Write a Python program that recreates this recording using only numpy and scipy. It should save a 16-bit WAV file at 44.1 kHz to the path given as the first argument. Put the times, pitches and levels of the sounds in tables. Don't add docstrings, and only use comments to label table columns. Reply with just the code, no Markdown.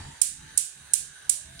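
import sys
import numpy as np
from scipy import signal
from scipy.fft import rfft, irfft, next_fast_len
from scipy.io import wavfile
from scipy.ndimage import uniform_filter1d, minimum_filter1d, map_coordinates

SR = 44100
rng = np.random.default_rng(int(sys.argv[2]) if len(sys.argv) > 2 else 0)


def master(y):
    cut = np.clip(np.atleast_2d(y).T, -1, 1)
    pcm = np.round(cut * 32767)
    wavfile.write(sys.argv[1], SR, pcm.astype(np.int16))


def makeup_ratio(level_db):
    decades = np.asarray(level_db, float) / 20
    return 10 ** decades


N = 70560

# pitch in Hz, level in dB, time to fall by 60 dB in seconds.
THUD_MODES = [(95.6, -37, 0.24), (60, -62, .15), (311, -46, 0.077)]
# time in seconds, hiss level in dB, share of the flaring jet from 0 to 1,
# rumble level in dB.
FLAME_COURSE = [(0, -46, 0.74, 15), (0.028, -46.5, 1, 6.5), (.1, -48, 0.83, 0.5), (.2, -49, 0.61, 1.5),
                (.28, -49.5, 0, -3), (.42, -47.5, .15, 5), (.54, -47.5, 0.01, 6.5),
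                (.66, -50.5, 0.06, -2.5), (.8, -47, 0, 4), (.92, -46, 0.04, 1), (1.0, -50, 0.04, 0),
                (1.17, -47.5, 0.02, -1), (1.34, -48, 0.1, -1.5), (1.45, -48, 0, 2.5), (1.6, -46.5, 0, 6)]
# frequency in Hz, left level in dB, right level in dB.
HISS_COLOUR = [(162, -64.5, -41.5), (318, -7.5, -8), (1110, -7.5, -7.5), (3240, -5.5, -6),
               (5260, -7.5, -6.5), (9020, -22, -2), (11900, -41.5, -19), (14800, -29, -23)]
# centre in Hz, width in Hz, lift in dB.
STEADY_PEAKS = [(1640, 188, 11), (1776, 54, 6), (1506, 120, 8), (3100, 50, 2.5), (3900, 320, 8.5),
                (5300, 740, -6.5), (6104, 170, 12), (9380, 570, 11), (13400, 400, 7), (14000, 300, -5)]
# centre in Hz, width in Hz, lift in dB.
FLARING_PEAKS = [(898, 150, 15.5), (1910, 350, 8.5), (2970, 50, 9), (4700, 130, 8), (5970, 550, -3),
                 (7000, 450, 8), (10600, 530, 8), (14200, 4200, -8)]
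# frequency in Hz, likeness from -1 to 1.
LIKENESS = [(60, 1), (180, 0.97), (550, -0.74), (1650, 0.52), (4970, -0.34), (15000, 0.3)]
# frequency in Hz, level in dB per Hz.
RUMBLE_COLOUR = [(13, -30), (22, -12), (48, -8.5), (81, -0.5), (107, -12.5), (140, -1.5), (200, -14.5),
                 (300, -16.5), (390, -27), (660, -120)]
# time in seconds, strength in dB.
SPARKS = [
    (.2152, -.5),
    (.5746, 0),
    (.9346, -.5),
    (1.2940, -.5),
]
# delay to the left port in ms, left level in dB,
# delay to the right port in ms, right level in dB.
SPARK_PATHS = [(.2, -6, .2, -7), (1.35, 0, 1.0, -3), (3.6, 0, 2.45, 0), (4.0, -3, 3.4, 0),
               (4.95, -2, 4.55, -4), (5.9, -3, 6.15, -1), (7.4, -3, 8.6, -10), (10.4, -4, 12.4, -12)]
# frequency in Hz, left level in dB per Hz, right level in dB per Hz.
SNAP_COLOUR = [(400, -42.5, -42.5), (1900, -45, -32.5), (4070, -33.5, -24), (6840, -22, -7),
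               (9330, -45, 4.5), (10220, -51, -5), (11900, -52, -21.5), (15100, -26, -25)]
# frequency in Hz, time to fall by 60 dB in seconds.
ROOM_DECAY = [(1500, 0.44), (4000, 0.38), (8000, 0.36), (12000, 0.21), (16000, 0.27)]
# frequency in Hz, left level in dB, right level in dB.
ROOM_COLOUR = [(930, -39, -43), (2890, -20, -21), (5360, -14.5, -14.5), (6960, -10.5, -5), (9500, -23.5, 2),
               (10480, -44, -2.5), (11730, -35.5, -12.5), (14900, -40.5, -22.5)]
# start in seconds, length in seconds, first pitch in Hz, last pitch in Hz, level in dB.
WHISTLES = [
    (.35, .19, 879, 895, -55.5),
    (1.321, 0.1, 621, 630, -56),
    (1.436, 0.21, 667, 692, -60),
]
# frequency in Hz, left level in dB, right level in dB.
TICK_COLOUR = [(1490, -36, -25), (3150, 11, 15), (3900, 11, -9), (4800, 8, 13), (6900, -23, -3),
               (9000, -22, -10), (15000, -37, -22)]


def unit(x):
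    return x / np.sqrt(np.mean(x ** 2) + 1e-20)


def along(points, hz):
    f, v = np.transpose(points)
    return np.interp(np.log(hz + 1), np.log(f + 1), v)


def wobble(rate):
    knots = rng.standard_normal(int(N * rate / SR) + 4)
    return map_coordinates(knots, [np.arange(N) * rate / SR])


def coloured(x, spectrum, peaks=()):
    m = 2 * next_fast_len(x.shape[1] // 2 + 4096)
    hz = np.fft.rfftfreq(m, 1 / SR)
    lift_db = sum(db / (1 + (2 * (hz - centre) / width) ** 2) for centre, width, db in peaks)
    f, *ports = np.transpose(spectrum)
    gain = makeup_ratio([along(np.c_[f, db], hz) + lift_db for db in (ports[0], ports[-1])])
    cepstrum = irfft(np.log(gain + 1e-6), m)
    cepstrum[:, 1:m // 2] *= 2
    cepstrum[:, m // 2 + 1:] = 0
    return irfft(rfft(x, m) * np.exp(rfft(cepstrum)), m)[:, :x.shape[1]]


def turbulence(patchy_db):
    hz, _, z = signal.stft(rng.standard_normal((2, N)), SR, nperseg=512)
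    patches = uniform_filter1d(rng.standard_normal(z.shape[1:]), size=4, axis=0)
    patches = uniform_filter1d(patches, size=24, axis=1)
    turn = np.arccos(np.clip(along(LIKENESS, hz), -1, 1))[:, None] / 2
    mid = z[0] * np.cos(turn)
    side = z[1] * np.sin(turn)
    ports = np.array([mid + side, mid - side]) * makeup_ratio(patchy_db * unit(patches))
    return signal.istft(ports, nperseg=512)[1][:, :N]


def thud():
    on = np.maximum(np.arange(N) / SR + 0.0047, 0)
    tones = sum(makeup_ratio(db - 60 * on / t60) * np.sin(2 * np.pi * hz * on) for hz, db, t60 in THUD_MODES)
    return tones * (1 - np.exp(-on / 0.00036))


def flaring_jet():
    t = np.arange(N) / SR
    bend, bend_s = 0.04, 0.22
    speed = 1 + bend * (np.sin(np.pi * np.minimum(t / bend_s, 1.3)) - 0.7)
    read = np.cumsum(speed)
    noise = coloured(turbulence(2.5), HISS_COLOUR, FLARING_PEAKS)
    return unit(np.array([map_coordinates(port, [read], mode="mirror") for port in noise]))


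def flame():
    s, *columns = np.transpose(FLAME_COURSE)
    level_db, share, rumble_db = [np.interp(np.arange(N) / SR, s, c) for c in columns]
    flare = np.clip(share, 0, 1)
    steady = unit(coloured(turbulence(2.5), HISS_COLOUR, STEADY_PEAKS))
    hiss = np.sqrt(flare) * flaring_jet() + np.sqrt(1 - flare) * steady
    lumps_db = 4.5 * wobble(13.66)
    rumble = makeup_ratio(-58 + rumble_db + lumps_db) * unit(coloured(turbulence(0.99), RUMBLE_COLOUR))
    return makeup_ratio(level_db + 0.4 * wobble(5.06)) * hiss + rumble


def partly_repeated(paths, share):
    return np.sqrt(share) * paths + np.sqrt(1 - share) * rng.standard_normal(paths.shape)


def snap(paths, t):
    scatter_db, jitter_ms = 1.5, 0.015
    arcs = np.zeros((2, len(t)))
    for row in SPARK_PATHS:
        late, size = rng.standard_normal(2)
        for side in range(2):
            u = t - (row[2 * side] + jitter_ms * late) / 1000
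            click = np.sinc(u * SR) * (np.abs(u) < 8 / SR)
            arcs[side] += makeup_ratio(row[2 * side + 1] + scatter_db * size) * click
    hold_s, clutter_t60 = 0.006, 0.01
    clutter_db = -22 - 60 * np.maximum(t - hold_s, 0) / clutter_t60
    clutter = makeup_ratio(clutter_db) * partly_repeated(paths, 0.6) * np.minimum(t / 0.0015, 1)
    pulse = coloured(np.array([t == 0, t == 0]) * 1.0, SNAP_COLOUR)
    return coloured(arcs + clutter, SNAP_COLOUR) / np.abs(pulse).max()


def kitchen_tail(paths, t):
    rise_s, steepen_s = 0.0017, 0.75
    hz, ts, z = signal.stft(partly_repeated(paths, 0.4), SR, nperseg=256)
    decay = makeup_ratio(-60 * ts / along(ROOM_DECAY, hz)[:, None])
    tail = signal.istft(z * decay, SR, nperseg=256)[1][:, :len(t)]
    tail = tail * (1 - np.exp(-t / rise_s)) * np.exp(-(t / steepen_s) ** 2)
    tail = coloured(tail, ROOM_COLOUR)
    return makeup_ratio(4.5) * tail / np.linalg.norm(tail) * 4


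def igniter():
    out = np.zeros((2, N + SR))
    t = np.arange(SR // 2) / SR
    paths = rng.standard_normal((2, len(t)))
    for s, db in SPARKS:
        start = round(s * SR)
        out[:, start:start + len(t)] += makeup_ratio(1 + db) * (snap(paths, t) + kitchen_tail(paths, t))
    return out[:, :N]


def whistles():
    t, out = np.arange(N) / SR, 0
    for s, length, hz0, hz1, db in WHISTLES:
        u = np.clip((t - s) / length, 0, 1)
        hz = hz0 + (hz1 - hz0) * u + 9 * wobble(39)
        phase = 2 * np.pi * np.cumsum(hz) / SR
        swell = np.minimum(3 * np.sin(np.pi * u), 1)
        out = out + makeup_ratio(db + 2.5 * wobble(28.8)) * swell * np.sin([phase, phase + 2.07])
    return out


def tick():
    start_s, level_db, t60, rise_s = 1.5918, -37, 0.11, 0.00064
    on = np.maximum(np.arange(N) / SR - start_s, 0)
    noise = unit(coloured(rng.standard_normal((2, N)), TICK_COLOUR))
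    return makeup_ratio(level_db - 60 * on / t60) * (1 - np.exp(-on / rise_s)) * noise


def scene():
    return thud() + flame() + igniter() + whistles() + tick()


def ducked(x):
    duck_db, hold_s, drop_s, recover_s = -6, 0.0091, 0.0036, 0.2
    duck = 0
    for s, _ in SPARKS:
        after = np.arange(N) / SR - s - hold_s
        duck = duck + np.exp(-np.maximum(after, 0) / recover_s) * np.clip(after / drop_s + 1, 0, 1)
    return x * makeup_ratio(duck_db * duck)


def limited(x):
    ceiling, span = 0.97, round(0.001 * SR)
    needed = minimum_filter1d(ceiling / np.maximum(np.abs(x).max(axis=0), ceiling), size=2 * span + 1)
    return x * uniform_filter1d(uniform_filter1d(needed, size=span), size=span)


def roll_off(x):
    return signal.sosfilt(signal.butter(12, 16800, fs=SR, output="sos"), x)


def record(dry):
    x = ducked(dry)
    hz = np.fft.rfftfreq(N, 1 / SR)
    x = irfft(rfft(x) / (1 + (hz / 15900) ** 70), N)
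    return roll_off(limited(x))


dry = scene()
out = record(dry)
master(out)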